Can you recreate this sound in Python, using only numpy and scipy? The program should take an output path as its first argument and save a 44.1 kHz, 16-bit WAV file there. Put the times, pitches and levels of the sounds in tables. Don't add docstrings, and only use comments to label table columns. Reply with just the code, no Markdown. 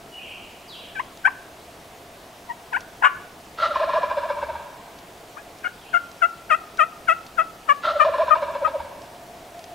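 import sys
import numpy as np
from scipy import signal
from scipy.fft import rfft, irfft
from scipy.io import wavfile
from scipy.ndimage import uniform_filter1d, minimum_filter1d

SR = 44100
rng = np.random.default_rng(int(sys.argv[2]) if len(sys.argv) > 2 else 0)


def nominal_scale(level):
    x = np.asarray(level, float) / 20
    return 10 ** x


def wav_record(signal):
    frames = np.transpose(np.atleast_2d(signal))
    bounded = np.clip(frames, -1, 1)
    quanta = np.round(bounded * 32767).astype(np.int16)
    wavfile.write(sys.argv[1], SR, quanta)


N = 429534

# start_s, length_s, level_db (before attack and sag), lowest_pitch_hz,
# beak_db (on the overtones above the second, before the beak's opening and shutting)
YELP_RUN = [(5.64, 0.038, -19.5, 713, 1), (5.936, 0.039, -11, 685.3, -0.5), (6.219, 0.039, -9.5, 665, -.5),
            (6.5, 0.052, -11, 616, 4), (6.789, 0.05, -10, 612.4, 2), (7.08, 0.049, -10, 640, 3),
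            (7.38, 0.04, -11.5, 639, -1), (7.686, 0.04, -9, 560, -1.5), (7.997, 0.038, -6.5, 590.5, -1),
            (8.306, 0.036, -7, 607, -9), (8.644, 0.027, -13, 625, -5.5)]
ATTACK_S, ATTACK_DB, SAG_DB, DIP_AT = 0.0077, -18, -3.5, 0.49
FALL_PER_S2, CLIMB_PER_S2 = 340, 139
CLEAR, CLEAR_DB, CRACK_PER_DB = .02, -10, .02
# roughness (0-1, before the rough onset), beak_db (as above),
# rows of (time_s, level_db, pitch_hz); one of them is a second voice
CLUCK_CURVES = [ (.03, 1.5, [(.957, -33, 850), (.965, -28, 790), (.982, -29, 755), (.993, -29, 830),
                (.997, -20, 920), (1.004, -17, 1090)]), (.1, -4, [(1.249, -27, 740), (1.255, -7, 760),
                (1.268, -12, 800), (1.274, -14, 880), (1.284, -18, 1150)]), (.02, -15, [(2.496, -33, 970),
                (2.503, -22, 955), (2.513, -25, 930), (2.523, -29, 965)]), (.05, -1, [(2.726, -34, 1000),
                (2.73, -22, 960), (2.738, -23, 760), (2.75, -17, 715), (2.763, -18, 780),
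                (2.773, -20, 1000)]), (.08, -3, [(3.021, -36, 980), (3.024, -18, 960), (3.031, -21, 720),
                (3.038, -13, 695), (3.049, -5, 765), (3.063, -7, 720), (3.072, -16, 730)]),
                (.3, 4, [(3.041, -14, 515), (3.045, -3, 520), (3.056, -5, 575), (3.072, -11, 570)]),
                (.2, -2, [(5.367, -40, 600), (5.373, -33, 570), (5.383, -37, 800), (5.392, -34, 830),
                (5.402, -40, 830)]), ]
# frequency_hz, relative_db
MOUTH_FORMANTS = [(480, -37), (620, -7.5), (760, -16.5), (960, 4), (1400, 9.5), (1600, 1), (1900, -7),
                  (2600, -8.5), (3150, -20), (3600, -32.5), (4200, -40.5), (9000, -36.5), (11000, -49)]
# frequency_hz, right_weaker_db, right_lag_rad
RIGHT_PORT_TRANSFER = [(300, 21, -3), (557, -2, -2), (696, -4.5, -2), (980, 10, -1.7), (1382, 17, 9), (1620, 10, 6),
                       (1720, 0.5, 4.5), (2070, 2, 7.5), (2450, 2, 6.5), (4000, 0.5, 8)]

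GOBBLE_STARTS = [3.58, 7.83]
# peak_s (after the gobble's start), length_s, first_gobble_db, second_gobble_db
THROAT_THROBS = [(0.022, 0.0164, -31, -28.5), (.048, .03, -26, -25), (0.079, 0.0304, -28, -26),
                 (.112, .016, -31, -30), (0.134, 0.0199, -26, -19), (0.19, 0.016, -26, -22),
                 (0.235, 0.0291, -21, -16), (0.261, 0.0121, -24, -17.5), (0.304, .014, -25, -29),
                 (.324, 0.018, -26.5, -22.5), (0.37, 0.028, -22, -19), (.387, .016, -25, -23),
                 (.403, .014, -21, -20.5), (.437, .016, -27, -27), (.459, 0.0095, -21, -24),
                 (.54, .028, -28, -27), (0.599, 0.0193, -21.5, -23), (0.671, 0.029, -29, -30.5),
                 (.728, 0.0195, -22.5, -27), (0.798, 0.0224, -32, -22.5), (0.85, 0.0226, -27.5, -33),
                 (0.922, 0.025, -28.5, -22)]
# peak_s (after the gobble's start), length_s, first_gobble_db, second_gobble_db
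HOARSE_RATTLES = [(.008, 0.0088, -25.5, -26), (.024, 0.015, -24, -18), (0.052, 0.032, -16.5, -20.5),
                  (.08, 0.01, -20, -23), (0.136, 0.046, -29, -29.5), (0.181, 0.012, -17, -18.5),
                  (.222, 0.0094, -20, -18.5), (.255, 0.015, -19, -25.5), (0.314, 0.0193, -21, -22),
                  (0.356, 0.0085, -18, -22.5), (.385, 0.0327, -19.5, -22), (0.455, 0.0203, -20.5, -21.5),
                  (0.529, .022, -22, -22.5), (0.599, 0.013, -21.5, -23), (.655, .034, -26.5, -28.5),
                  (.724, .016, -21, -25), (0.796, 0.0358, -30, -31), (0.85, 0.011, -23, -24.5),
                  (.921, 0.016, -29, -36), (0.975, 0.0096, -28.5, -28), (1.023, 0.0272, -34, -41)]
# frequency_hz, width_hz, level_db
PIPE_RESONANCES = [(1614, 123, -16), (2296, 150, -22), (2705, 140, -28.5), (3480, 98, -33),
                   (4030, 210, -38), (5170, 200, -37.5)]
SLACK_MOMENTS = [.008, .035, .082, .14, .18, .222, .267, .325, .357, .41, .46, .53, .602, .657, .73, .8,
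                 .852, .935]
THROAT_HZ, HOLD_S, THROAT_SAG_HZ_PER_S = 565, 0.399, 35
CRY_HZ, CRY_S = 1370, 0.1627
NECK_HZ, REST_HZ, RELAX_S = 1040.5, 860, 0.602
DRONE_DB, DRONE_RISE_DB, DRONE_S = -57, 3, 1.09
BEND_S, THROB_BEND, RATTLE_BEND, CRY_BEND = .024, .2, .16, -.13

# time_s, level_db, pitch_hz, trill_scale_hz
SONG_PHRASES = [
    [(.11, -49, 2960, 22), (.16, -44.5, 2858, 84), (.25, -46, 2620, 360), (.36, -50, 2836, 520),
     (.5, -82, 2810, 350)],
    [(.675, -51, 5400, 40), (.70, -45.5, 4080, 90), (.74, -44, 3197, 300), (.82, -55, 2790, 397),
     (.9, -63, 2890, 400)],
    [(5.72, -58, 4860, 22), (5.76, -72, 4000, 20), (5.83, -57, 3110, 25), (5.865, -54, 2450, 32),
     (5.905, -54, 3410, 28)],
]
# time_s, level_db (before a common lift)
TWIG_TICKS = [(1.1732, -43.5), (2.8064, -39.5), (4.9867, -42.5), (5.586, -46), (6.1154, -44.5),
              (6.773, -40.5), (7.265, -41), (9.0182, -45), (9.5923, -44), (9.641, -39.5)]
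# frequency_hz, relative_db
AIR_SPECTRUM = [(18, -39), (30, -6), (182, -4.5), (219, -4.5), (411, -2.5), (548, -5), (641, -2),
                (1200, -9), (1560, -11.5), (2850, -14), (4220, -17.5), (15600, -27)]
AIR_DB = -45
# frequency_hz, likeness (share)
AIR_LIKENESS = [(60, 0.98), (180, 1), (550, 0.95), (1650, 0.49), (4970, 0.85), (15000, 0.95)]
# time_s, level_db (of the complex tone; its real part is 3 dB lower)
AIR_WHISTLE = [(0.0, -50.5), (8.63, -51), (9.74, -40)]
# frequency_hz, t60_s
TRUNK_DECAY = [(400, 0.37), (1100, 0.92), (3000, 1), (8000, 0.082)]
REACH = 2600


def hen():
    out = np.zeros(N)
    for crack, beak_db, rows in CLUCK_CURVES + [yelp(*row) for row in YELP_RUN]:
        lead = np.add(rows[0], [-.012, -17, 90])
        stop = np.add(rows[-1], [.008, -20, 30])
        t, db, hz = played([lead, *rows, stop])
        hz = uniform_filter1d(hz, size=110)
        level = uniform_filter1d(nominal_scale(db), size=110)
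        since_s = t - t[0]
        rough_onset = .5 * np.clip(1 - since_s / .022, 0, 1)
        crack = np.clip(crack + rough_onset, 0, 1)

        k = np.arange(1, 17)[:, None]
        opening_db = beak_db - 5.6 * np.cos(np.pi * since_s / (t[-1] - t[0])) ** 2
        heights = nominal_scale(read(MOUTH_FORMANTS, k * hz) + opening_db * (k > 2))
        heights /= np.sqrt((heights ** 2).sum(0) / 2)
        crack = np.minimum(crack * k / 2, 1)
        smear = np.array([np.sqrt(1 - share) + np.sqrt(share) * flutter(len(t), 295) for share in crack])
        overtones = heights * smear * tone(hz) ** k * np.exp(.6j * k)
        soft = signal.windows.tukey(len(t), .15)
        add(out, t[0], soft * level * overtones.real.sum(0))
    return out


def yelp(start, length_s, db, low_hz, beak_db):
    t = np.linspace(0, length_s, num=20)
    attack_db = ATTACK_DB * np.clip(1 - t / ATTACK_S, 0, 1) ** 2
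    sag_db = SAG_DB * np.clip(t / length_s - DIP_AT, 0, 1) / (1 - DIP_AT)
    off_s = t - DIP_AT * length_s
    hz = low_hz * (1 + np.where(off_s < 0, FALL_PER_S2, CLIMB_PER_S2) * off_s ** 2)
    roughness = CLEAR + CRACK_PER_DB * max(CLEAR_DB - db, 0)
    return roughness, beak_db, np.transpose([start + t, db + attack_db + sag_db, hz])


def from_left(x):
    hz = np.fft.rfftfreq(N, 1 / SR)
    transfer = nominal_scale(-read(RIGHT_PORT_TRANSFER, hz)) * np.exp(-1j * read(RIGHT_PORT_TRANSFER, hz, axis=2))
    return np.array([x, irfft(rfft(x) * transfer, N)])


def tom():
    out = np.zeros(N)
    for which, start in enumerate(GOBBLE_STARTS):
        for s, length_s, *db in THROAT_THROBS:
            add(out, start + s - REACH / SR, nominal_scale(db[which]) * throb(s, length_s))
        for s, length_s, *db in HOARSE_RATTLES:
            if s < CRY_S:
                hz, bend = CRY_HZ, CRY_BEND
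            else:
                hz = REST_HZ + (NECK_HZ - REST_HZ) * np.exp((CRY_S - s) / RELAX_S)
                bend = RATTLE_BEND
            add(out, start + s - REACH / SR, nominal_scale(db[which]) * rattle(length_s, hz, bend))
        t = np.arange(0, DRONE_S, 1 / SR)
        drone = tone(np.full(len(t), 75)) * (0.83 + 0.91 * flutter(len(t), 19))
        level = np.sqrt(2) * nominal_scale(DRONE_DB + DRONE_RISE_DB * t / DRONE_S)
        add(out, start, level * drone.real * signal.windows.tukey(len(t), .2))
    return out


def throb(s, length_s):
    u, shape = swell(length_s, 0.7)
    apart_s = abs(s + u * length_s - np.reshape(SLACK_MOMENTS, (-1, 1))).min(0)
    low_hz = THROAT_HZ - THROAT_SAG_HZ_PER_S * max(s - HOLD_S, 0)
    hz = uniform_filter1d(low_hz * (1 + THROB_BEND * np.minimum(apart_s / BEND_S, 1)), size=200)
    return np.sqrt(2) * shape * (tone(hz) * (1 + .3 * flutter(len(u), 110))).real


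def rattle(length_s, hz, bend):
    u, shape = swell(length_s, .4)
    strain, even = hz / 960, np.ones(len(u))
    first_hz = bent(hz, bend, length_s, u, -.003)
    first = tone(first_hz) * (.9 + .4 * flutter(len(u), 200 * strain ** 2))
    breath = swell(length_s + 0.024, 0.53)[1]
    ring = np.zeros(len(u), complex)
    for pipe_hz, width_hz, pipe_db in PIPE_RESONANCES:
        breathy = flutter(len(u), width_hz * strain ** 2)
        mode_hz = bent(pipe_hz * strain ** .6, bend / 3, length_s, u, 0)
        ring += nominal_scale(pipe_db - 10 * (strain - 1)) * tone(mode_hz) * breathy
    high_rasp = tone(3600 * even) * flutter(len(u), 1700)
    low_rasp = tone(1150 * even) * flutter(len(u), 760)
    ring += nominal_scale(-25.5 + 18 * (strain - 1)) * high_rasp + nominal_scale(-16) * low_rasp
    return np.sqrt(2) * (shape * first + breath * ring).real


def bent(hz, bend, length_s, u, turn_s):
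    return hz * (1 + bend * np.minimum(abs(u * length_s - turn_s) / BEND_S, 1) ** 1.5)


def swell(length_s, rise):
    u = np.arange(-REACH, REACH) / SR / length_s
    return u, np.exp(-2 * np.where(u < 0, u / rise, u) ** 2)


def songbirds():
    out = np.zeros(N)
    for rows in SONG_PHRASES:
        t, db, hz, scale_hz = played(rows)
        trill = 0.63 * np.sin(2 * np.pi * 45 * t) + .8 * flutter(len(t), 126).real
        whistle = tone(hz + scale_hz * trill).real
        add(out, t[0], np.sqrt(2) * nominal_scale(db) * whistle * signal.windows.tukey(len(t), .1))
    return out


def twigs():
    out, t = np.zeros(N), np.arange(600) / SR
    for s, db in TWIG_TICKS:
        snap = (tone(np.full(len(t), 4500)) * flutter(len(t), 4000)).real
        add(out, s, nominal_scale(db + 5.5) * snap * np.exp(-t / 0.0037))
    return out


def air():
    frames, hz = N // 256 + 5, np.fft.rfftfreq(1024, 1 / SR)
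    a, b, c, d, patches = rng.standard_normal((frames, 513, 5)).T
    patches = uniform_filter1d(patches, size=14, axis=0)
    patches = evened(uniform_filter1d(patches, size=10, axis=1))
    same = np.clip(read(AIR_LIKENESS, hz), -1, 1)[:, None]
    left, other = a + 1j * b, c + 1j * d
    z = np.array([left, same * left + np.sqrt(1 - same ** 2) * other])
    z *= nominal_scale(read(AIR_SPECTRUM, hz)[:, None] + 0.87 * patches)
    z *= (hz < 15800)[:, None]
    hiss = nominal_scale(AIR_DB) * evened(signal.istft(z, nperseg=1024, noverlap=768)[1][:, :N])
    whistle_db = np.interp(np.arange(N) / SR, *np.transpose(AIR_WHISTLE))
    whistle = (tone(np.full(N, 690)) * flutter(N, 76)).real
    return hiss + nominal_scale(whistle_db) * whistle


def trunks(x, start_s, shared, depth):
    taps = np.zeros((2, SR))
    at = np.arange(0, SR - 20, 20) + rng.integers(0, 20, (2, SR // 20 - 1))
    np.put_along_axis(taps, at, rng.choice([-1., 1.], at.shape), 1)
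    taps[1] = shared * taps[0] + np.sqrt(1 - min(shared, 1) ** 2) * taps[1]
    hz, t, z = signal.stft(taps, SR, nperseg=256)
    decay = nominal_scale(-60 * t / depth / read(TRUNK_DECAY, hz)[:, None])
    tail = signal.istft(z * decay, SR, nperseg=256)[1]
    tail = np.pad(tail / np.linalg.norm(tail[0]), ((0, 0), (round(start_s * SR), 0)))
    return signal.fftconvolve(x[None], tail, axes=1)[:, :N]


def flutter(length, width_hz):
    r = np.exp(-np.pi * width_hz / SR)
    z = rng.standard_normal((length + 800, 2)) @ [1, 1j]
    return evened(signal.lfilter([1], np.convolve([1, -r], [1, -r]), z)[800:])


def tone(hz):
    return np.exp(2j * np.pi * np.cumsum(hz) / SR)


def evened(x):
    return x / np.sqrt(np.mean(abs(x) ** 2) + 1e-20)


def read(points, hz, axis=1):
    table = np.transpose(points)
    return np.interp(np.log(hz + 1), np.log(table[0] + 1), table[axis])


def played(rows):
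    s, *columns = np.transpose(rows)
    t = np.arange(s[0], s[-1], 1 / SR)
    return [t] + [np.interp(t, s, c) for c in columns]


def add(mix, s, sound):
    part = mix[round(s * SR):][:len(sound)]
    part += sound[:len(part)]


def scene():
    near, middle, far = hen(), tom(), songbirds()
    ground = nominal_scale(-17) * trunks(near, 0.003988, .7, 0.097)[0]
    out = from_left(near + ground) + nominal_scale(-28) * trunks(near, 0.02, 0.61, 0.6)
    out += middle + nominal_scale(-12.5) * trunks(middle, .015, 0.84, 2.1)
    out += far + trunks(far, .004, 0.8, 1.2)
    return out + twigs() + air()


def low_pass(x):
    return signal.sosfilt(signal.butter(12, 16450, fs=SR, output="sos"), x)


def record(dry):
    ceiling = .93
    room = minimum_filter1d(ceiling / np.maximum(abs(dry).max(0), ceiling), size=301)
    limited = dry * uniform_filter1d(room, size=151)
    return low_pass(limited)


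dry = scene()
out = record(dry)
wav_record(out)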